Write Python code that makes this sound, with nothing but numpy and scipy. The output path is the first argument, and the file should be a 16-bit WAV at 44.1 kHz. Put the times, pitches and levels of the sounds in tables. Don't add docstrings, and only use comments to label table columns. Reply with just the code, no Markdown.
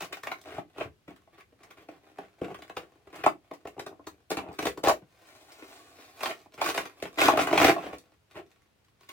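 import sys
import numpy as np
from scipy import signal
from scipy.fft import rfft, irfft, next_fast_len
from scipy.io import wavfile
from scipy.ndimage import map_coordinates

SR = 44100
rng = np.random.default_rng(int(sys.argv[2]) if len(sys.argv) > 2 else 0)


def log_audio(samples):
    frames = np.atleast_2d(samples).T
    limited = np.clip(frames, -1, 1)
    pcm = np.round(limited * 32767).astype(np.int16)
    wavfile.write(sys.argv[1], SR, pcm)


N = 402191
RING = 10000


def amp(db):
    return 10 ** (np.asarray(db) / 20)


def unit(x):
    return x / np.sqrt(np.mean(x ** 2) + 1e-20)


def along(points, hz):
    f, v = np.transpose(points)
    return np.interp(np.log(hz + 1), np.log(f + 1), v)


def wobble(rate, size):
    knots = rng.standard_normal(int(size * rate / SR) + 4)
    return map_coordinates(knots, [np.arange(size) * rate / SR])


def filtered(x, response):
    size = next_fast_len(x.shape[-1] + RING)
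    spectrum = rfft(x, size) * response(np.fft.rfftfreq(size, 1 / SR))
    return irfft(spectrum, size)[..., :x.shape[-1]]


def causal(gain):
    cepstrum = irfft(np.log(np.maximum(gain, 1e-6)))
    cepstrum[1:RING // 2] *= 2
    cepstrum[RING // 2 + 1:] = 0
    return np.exp(rfft(cepstrum))


# (f/Hz, level/dB)
AIR_TONE = [(25, -31), (50, -6.5), (90, 1), (185, -8), (363, -10.5), (840, -17), (1900, -21), (2800, -21),
            (7300, -30.5), (15500, -35)]


def air():
    noise = rng.standard_normal((2, N))
    mid, side = unit(filtered(noise, lambda hz: amp(along(AIR_TONE, hz))))
    side_db = [(100, -9.5), (400, -3), (1500, -0.5)]  # (f/Hz, level/dB)
    side = filtered(side, lambda hz: amp(along(side_db, hz)))
    return amp(-70.5) * np.array([mid, side])


def resonator(modes, hz, edge_hz):
    power = 0
    for centre, width, db in modes:
        mode = amp(db) * hz * width / (centre * centre - hz * hz + 1j * hz * width)
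        power = power + np.abs(mode) ** 2
    below = (0.9 * modes[0][0] / (hz + 1)) ** 12
    above = (hz / edge_hz) ** 8
    return np.sqrt(power / (1 + above) / (1 + below))


# (f/Hz, level/dB)
THUMP_TONE = [(25, -21.5), (45, -20.5), (65, 0), (100, -2), (135, 1), (190, 6), (235, -17.5), (700, -73)]
# (f/Hz, width/Hz, level/dB)
CAVITY_MODES = [(297.4, 87, 1.5), (316, 33, -5.5), (389, 57, -1), (417, 42, -4.5), (493, 12, -1.5)]
# (f/Hz, width/Hz, level/dB)
WALL_MODES = [(619.4, 51, -1.5), (683.5, 39, 1), (714, 14, -2.5), (779, 69, -1), (1121, 160, -6.5)]
# (f/Hz, level/dB)
PANEL_TONE = [(500, -47.5), (950, -1.5), (1120, 9), (1260, -0.5), (1370, 2), (1520, 2), (1640, -1.5),
              (1850, 1.5), (2150, 0.5), (2450, 1.5), (3200, -6), (4200, -22.5), (6000, -34.5),
              (12000, -62.5)]
# (f/Hz, level/dB)
FIBRE_TONE = [(1800, -45.5), (3500, 7), (5000, 5), (8000, 1), (11500, -3.5), (15000, -2.5)]


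def radiators():
    hz = np.fft.rfftfreq(RING, 1 / SR)
    thump, panel, fibre = (amp(along(tone, hz)) for tone in (THUMP_TONE, PANEL_TONE, FIBRE_TONE))
    cavity = resonator(CAVITY_MODES, hz, edge_hz=568)
    walls = resonator(WALL_MODES, hz, edge_hz=1023)
    return np.array([causal(gain) for gain in (thump, cavity, walls, panel, fibre)])


# (f/Hz, time/s)
ROOM_DECAY = [(100, 0.21), (260, 0.33), (700, 0.11), (2000, 0.15), (5000, 0.14), (13000, 0.16)]
# (f/Hz, level/dB)
ROOM_LEVEL = [(100, -6), (280, -7.5), (700, -4), (1200, -0.5), (4000, -2.5)]
# (f/Hz, level/dB)
ROOM_WIDTH = [(100, -8.5), (300, -8), (550, -8.5), (1000, 2), (2000, -1), (4000, 0.5), (14000, 1)]


def room():
    hz, t, z = signal.stft(rng.standard_normal((2, RING)), SR, nperseg=256)
    decay = amp(-60 * t / along(ROOM_DECAY, hz)[:, None])
    tail = signal.istft(z * decay, SR, nperseg=256)[1][:, :RING]
    tail *= 1 - np.exp(-np.arange(RING) / SR / 0.0021)
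    hz = np.fft.rfftfreq(RING, 1 / SR)
    mid, side = rfft(tail / np.linalg.norm(tail[0])) * amp(along(ROOM_LEVEL, hz))
    side = side * amp(along(ROOM_WIDTH, hz))
    delays = rng.integers([[0], [0]], [[7], [9]])
    left, right = np.exp(-2j * np.pi * hz * delays / SR)
    return np.array([(left + right) / 2 + mid, (left - right) / 2 + side])


EDGE_DB = 27
FIBRE_GROWTH = 1.5


def gesture(row, attack_s, sag_db, release_s):
    s, length, db, bright = row
    full = s + attack_s / 2
    end = max(s + length, full + 0.005)
    times = [full - attack_s, full, end, end + release_s]
    first, last = db + sag_db / 2, db - sag_db / 2
    levels = (first - EDGE_DB, first, last, last - EDGE_DB)
    return [(t, level, bright) for t, level in zip(times, levels)]


def stroke(rows, parts, slip_rate, spread_db, hiss, flutter_db, trim_db):
    s, effort_db, bright_db = np.transpose(rows)
    size = int((s[-1] - s[0]) * SR)
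    t = s[0] + np.arange(size) / SR
    slip_db = spread_db * np.clip(rng.standard_normal(size), -2, 2)
    slips = (rng.random(size) < slip_rate / SR) * amp(slip_db)
    bursts = signal.lfilter([1], [1, -np.exp(-1 / (0.0011 * SR))], slips)
    rubbing = (unit(bursts) + hiss) * rng.standard_normal(size)
    force = unit(rubbing * amp(flutter_db * wobble(45, size)))
    force *= np.clip(np.minimum(t - s[0], s[-1] - t) / 0.0079, 0, 1)
    panel_db, fibre_db = effort_db + bright_db, effort_db + FIBRE_GROWTH * bright_db
    part_db = (effort_db, effort_db, effort_db, panel_db, fibre_db)
    drive = np.array([force * amp(np.interp(t, s, db) + trim) for db, trim in zip(part_db, trim_db)])
    out = np.zeros((2, N + 3 * RING))
    for start in range(0, size, RING):
        ring = irfft(parts[:, None] * room())
        ring /= np.linalg.norm(ring[:, :1], axis=2, keepdims=True)
        piece = rfft(drive[:, None, start:start + RING], 2 * RING)
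        sound = irfft((piece * rfft(ring, 2 * RING)).sum(0))
        out[:, max(round(s[0] * SR), 0) + start:][:, :2 * RING] += sound
    return out[:, :N]


# (t/s, length/s, effort level/dB, brightness level/dB)
SCRAPE_STROKES = [(0.0, 0.036, -39.5, 6.5), (0.097, 0.077, -51, -8), (0.24, 0.062, -45, -4),
                  (0.45, 0.14, -44.5, 2), (0.743, 0.059, -46, -1), (0.772, 0.07, -36, -1),
                  (1.085, 0.026, -47, -1.5), (1.322, 0.035, -58, 3), (1.373, 0.029, -53, 4.5),
                  (1.598, 0.11, -59.5, 0), (1.765, 0.067, -54, 2), (1.918, 0.054, -55.5, -0.5),
                  (2.198, 0.056, -52, 0.5), (2.421, 0.1, -42.5, -2.5), (2.783, .06, -50, -0.5),
                  (3.123, 0.095, -46, 2.5), (3.862, .08, -50, -22), (4.388, .14, -42, -10),
                  (6.573, .035, -41, 1.5), (8.345, 0.042, -42, 0)]


def scrapes(parts):
    return sum(stroke(gesture(row, attack_s=0.016, sag_db=3.0, release_s=0.032), parts,
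                      slip_rate=520, spread_db=4, hiss=0.4, flutter_db=0.5,
                      trim_db=[-15, -7, -6.5, -8.5, -22.5]) for row in SCRAPE_STROKES)


# (t/s, length/s, effort level/dB, brightness level/dB)
GRIP_SHIFTS = [(0.0, 0.53, -62, 4.5), (0.662, .1, -68, 1), (1.121, 0.094, -66, 2), (1.58, 0.95, -63.5, 0),
               (2.551, 0.29, -66, 3.5), (2.852, 0.16, -62, -1.5), (3.06, .09, -56, -2),
               (3.399, 0.81, -67.5, -1), (4.51, 0.21, -63.5, 9.5), (6.51, 0.43, -56, 3),
               (6.951, 0.24, -57.5, 4), (7.998, .13, -64.5, 1), (8.295, .04, -62.5, 5.5),
               (8.447, 0.19, -70.5, 5), (8.988, .13, -67.5, 9)]


def grip(parts):
    return sum(stroke(gesture(row, attack_s=0.04, sag_db=2.5, release_s=0.07), parts,
                      slip_rate=46, spread_db=0, hiss=0.71, flutter_db=1.5,
                      trim_db=[-20, -5.0, -6.5, -7.5, -15]) for row in GRIP_SHIFTS)


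WALL_TRADE = 0.24


def blow(out, parts, s, rise_s, fall_s, part_db):
    t = np.arange(RING) / SR
    lead = 0.008
    swell = amp(-60 * np.maximum((lead - t) / rise_s, (t - lead) / fall_s))
    breaks = rng.standard_normal(RING) * amp(2.7 * rng.standard_normal(RING))
    fade = np.minimum(1, 2 * (1 - t / t[-1]))
    ring = irfft(parts[:, None] * rfft(breaks * swell) * room()) * fade
    ring /= np.sqrt(np.sum(ring[:, :1] ** 2, axis=2, keepdims=True) / (0.021 * SR))
    out[:, max(round((s - 0.0055) * SR), 0):][:, :RING] += np.tensordot(amp(part_db), ring, 1)


# (t/s, level/dB, cavity share level/dB, panel share level/dB, fibre share level/dB)
SNAP_BLOWS = [(0.005, -33, -15, -3, -9.5), (0.019, -39.5, -14, -7, -5), (0.044, -41, -21, -9, -7),
              (0.126, -35, -7, 1, -7.5), (0.168, -42, -22, -3.5, -12.5), (0.233, -40, -5, 4.5, -5.5),
              (0.269, -27, -18, -4, -18.5), (0.315, -25, -16, -5.5, -20.5), (0.413, -51, -10, -16, -1.5),
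              (0.807, -22.5, -17, -10.5, -48), (1.16, -65, -10, 6, -2), (1.406, -54.5, -15, 4, -9),
              (1.632, -54.5, -9, 3, -2), (1.707, -49.5, -6, 2, -7.5), (1.823, -52, -7, -13, -19),
              (2.184, -26.5, -9, -17.5, -30.5), (2.543, -39, -3, -1.5, -16.5), (2.587, -41, -9, -13, -21),
              (2.62, -39.5, -7, -5, -13), (2.696, -33, -9.5, -9, -23), (2.767, -24.5, -7.5, -9, -19),
              (3.158, -36, -12, -12, -15.5), (3.237, -19.5, -11, -8.5, -26.5),
              (3.261, -5.5, -16.5, -15.5, -32.5), (3.535, -40, -16, -10, -17), (3.671, -32.5, -8, -11, -20),
              (3.793, -28, -8.5, -10, -17.5), (3.863, -30, -7, -10, -18.5),
              (4.068, -31, -5.5, -10.5, -13.5), (4.302, -23.5, -8.5, -16, -13.5),
              (4.313, -22.5, -3, -10, -15.5), (4.369, -23, -4, -8, -18.5), (4.588, -24, -4.5, -6, -16),
              (4.625, -28, -0.5, -7, -13.5), (4.653, -19.5, -6, -9.5, -16.5), (4.667, -20, -3.5, -7.5, -15),
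              (4.774, -29.5, -3.5, -15.5, -20.5), (4.836, -16, -7.5, -18, -19.5),
              (4.87, -9, -10.5, -19, -25.5), (4.882, -10, -20.5, -14.5, -19.5),
              (4.893, -11, -21, -14, -22.5), (5.518, -51, -7, -3.5, -1), (6.206, -35, -14, -1, -13),
              (6.232, -25.5, -16, -1.5, -10), (6.256, -24.5, -17, -2, -11.5), (6.309, -31.5, -11, -4, -20),
              (6.613, -16.5, -22, -10, -20), (6.66, -27, -8.5, 2.5, -12), (6.698, -28.5, -11, -1, -9.5),
              (6.776, -20.5, -8.5, -3, -14), (6.854, -36, -4.5, -3.5, -11.5), (7.023, -25, -4, -11, -18),
              (7.182, -25, -12.5, -3.5, -25), (7.214, -14.5, -7.5, -4, -17), (7.282, -3.5, -16, -18.5, -27),
              (7.372, -11, -11.5, -13, -26), (7.389, -11, -14, -12, -28), (7.47, -20, -11, -7.5, -20.5),
              (7.528, -13, -16, -12.5, -27), (7.575, -11.5, -13, -5.5, -17), (7.643, -6, -7.5, -10, -19.5),
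              (7.679, -16, -6.5, -4.5, -15.5), (7.982, -55.5, -12, -4, 2.5), (8.845, -75.5, -9, 5, 4),
              (8.882, -75.5, -6, 8, 2), (9.089, -46.5, -7.5, 2.5, -2.5)]
SNAP_PARTS = [-20.5, -7, -16, -6.5, -5.5]


def snaps(parts):
    out = np.zeros((2, N + RING))
    for s, db, cavity, panel, fibre in SNAP_BLOWS:
        shares = np.array([cavity, cavity, -WALL_TRADE * cavity, panel, fibre])
        blow(out, parts, s, rise_s=0.012, fall_s=0.021, part_db=db + shares + SNAP_PARTS)
    return out[:, :N]


# (t/s, level/dB, cavity share level/dB, hardness level/dB, thump share level/dB)
TAP_BLOWS = [(0.58, -21.5, -14.5, -24, -25), (0.854, -43.5, -24, -14, -3), (1.078, -40.5, -0.5, -9, -13.5),
             (1.272, -47, -17, -22, -33), (1.521, -53, -4, -14, -33), (1.886, -32, -9, -17, -35),
             (2.414, -26, 0, -19.5, -16), (2.443, -36, -2.5, -5.5, -13), (2.51, -33, -3.5, -19, -19),
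             (3.071, -45, -3.5, -9, -20), (3.511, -27.5, -11, -17.5, -31), (3.652, -28, -9.5, -19.5, -28),
             (3.764, -40, -8, -28, -20), (3.778, -30.5, -7.5, -24, -25), (3.924, -39.5, -9, -28, -32),
             (3.993, -39, -9.5, -37, -29), (4.384, -25, -13, -12, -29), (4.485, -32, -7.5, -19.5, -19),
             (5.02, -48, -5, -15, -7.5), (5.621, -43.5, 1, -5.5, -26), (5.984, -46.5, -4.5, -7, -29),
             (6.457, -42.5, -14, -21, -29), (7.053, -30.5, -10.5, -8.5, -23.5), (7.33, -12, -12, -22, -34),
             (7.761, -18.5, -23, -23, -36), (7.78, -25, -25, -16.5, -26.5), (7.834, -30.5, -25, -15, -24),
             (7.86, -32.5, -5, -12, -21), (7.929, -32, -5, -13, -26), (8.389, -33, -6.5, -15, -42)]
TAP_PARTS = [1.5, -4.5, -17.5, -6.5, -20.5]


def taps(parts):
    out = np.zeros((2, N + RING))
    for s, db, cavity, hard, thump in TAP_BLOWS:
        shares = np.array([thump, cavity, -WALL_TRADE * cavity, hard, hard])
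        blow(out, parts, s, rise_s=0.012, fall_s=0.026, part_db=db + shares + TAP_PARTS)
    return out[:, :N]


# (t/s, length/s, effort level/dB, brightness level/dB)
RIP_STROKES = [(4.299, .035, -34.5, -4), (4.586, 0.069, -41, 0), (4.843, .06, -25, 1),
               (6.209, 0.1, -36.5, 1.5), (6.611, 0.093, -32.5, 6), (6.741, 0.077, -36, 4.5)]


def rips(parts):
    return sum(stroke(gesture(row, attack_s=0.006, sag_db=1, release_s=0.033), parts,
                      slip_rate=280, spread_db=3, hiss=0.49, flutter_db=2.0,
                      trim_db=[-25.5, -8, -5.5, -10.5, -19.0]) for row in RIP_STROKES)


# (t/s, effort level/dB)
SLIDE_COURSE = [(5.041, -81), (5.1, -69), (5.27, -59.5), (5.5, -60), (5.7, -55), (5.92, -61), (6.03, -56),
                (6.14, -61), (6.21, -46), (6.38, -57.5), (6.48, -71)]


def slide(parts):
    return stroke([(s, db, 0) for s, db in SLIDE_COURSE], parts,
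                  slip_rate=250, spread_db=4.0, hiss=1.9, flutter_db=-0.3,
                  trim_db=[-31, -6, -4.5, -4, -6.3])


# (t/s, effort level/dB, brightness level/dB)
PULL_COURSE = [(7.165, -42, -4.5), (7.185, -28.5, 7), (7.235, -23.5, 7), (7.3, -27, 2), (7.35, -34.5, -2.5),
               (7.41, -28.5, 8), (7.46, -35, -3), (7.54, -19.5, -5), (7.6, -19.5, 3.5), (7.7, -19, 0),
               (7.74, -38.5, -6), (7.82, -41, -0.5), (7.92, -40, -2.5), (7.98, -66, 8.5)]


def pull(parts):
    return stroke(PULL_COURSE, parts, slip_rate=250, spread_db=1.5, hiss=0.55, flutter_db=0.5,
                  trim_db=[-21.5, -6.5, -6.0, -9.0, -18.5])


# (t/s, left-right level/dB)
HAND_PLACE = [(0, .8), (2.2, 0.6), (3, 1), (4.3, 1), (5.6, 1), (6.3, -0.2), (7.201, 0.3), (8.499, 0.5)]


def scene():
    parts = radiators()
    handling = scrapes(parts) + grip(parts) + snaps(parts) + taps(parts)
    opening = rips(parts) + slide(parts) + pull(parts)
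    mid, side = handling + opening + air()
    pan_db = np.interp(np.arange(N) / SR, *np.transpose(HAND_PLACE))
    return np.array([(mid + side) * amp(pan_db / 2), (mid - side) * amp(-pan_db / 2)])


def record(dry):
    top_hz = 16330
    return filtered(dry, lambda hz: 1 / (1 + (hz / top_hz) ** 400))


dry = scene()
out = record(dry)
log_audio(out)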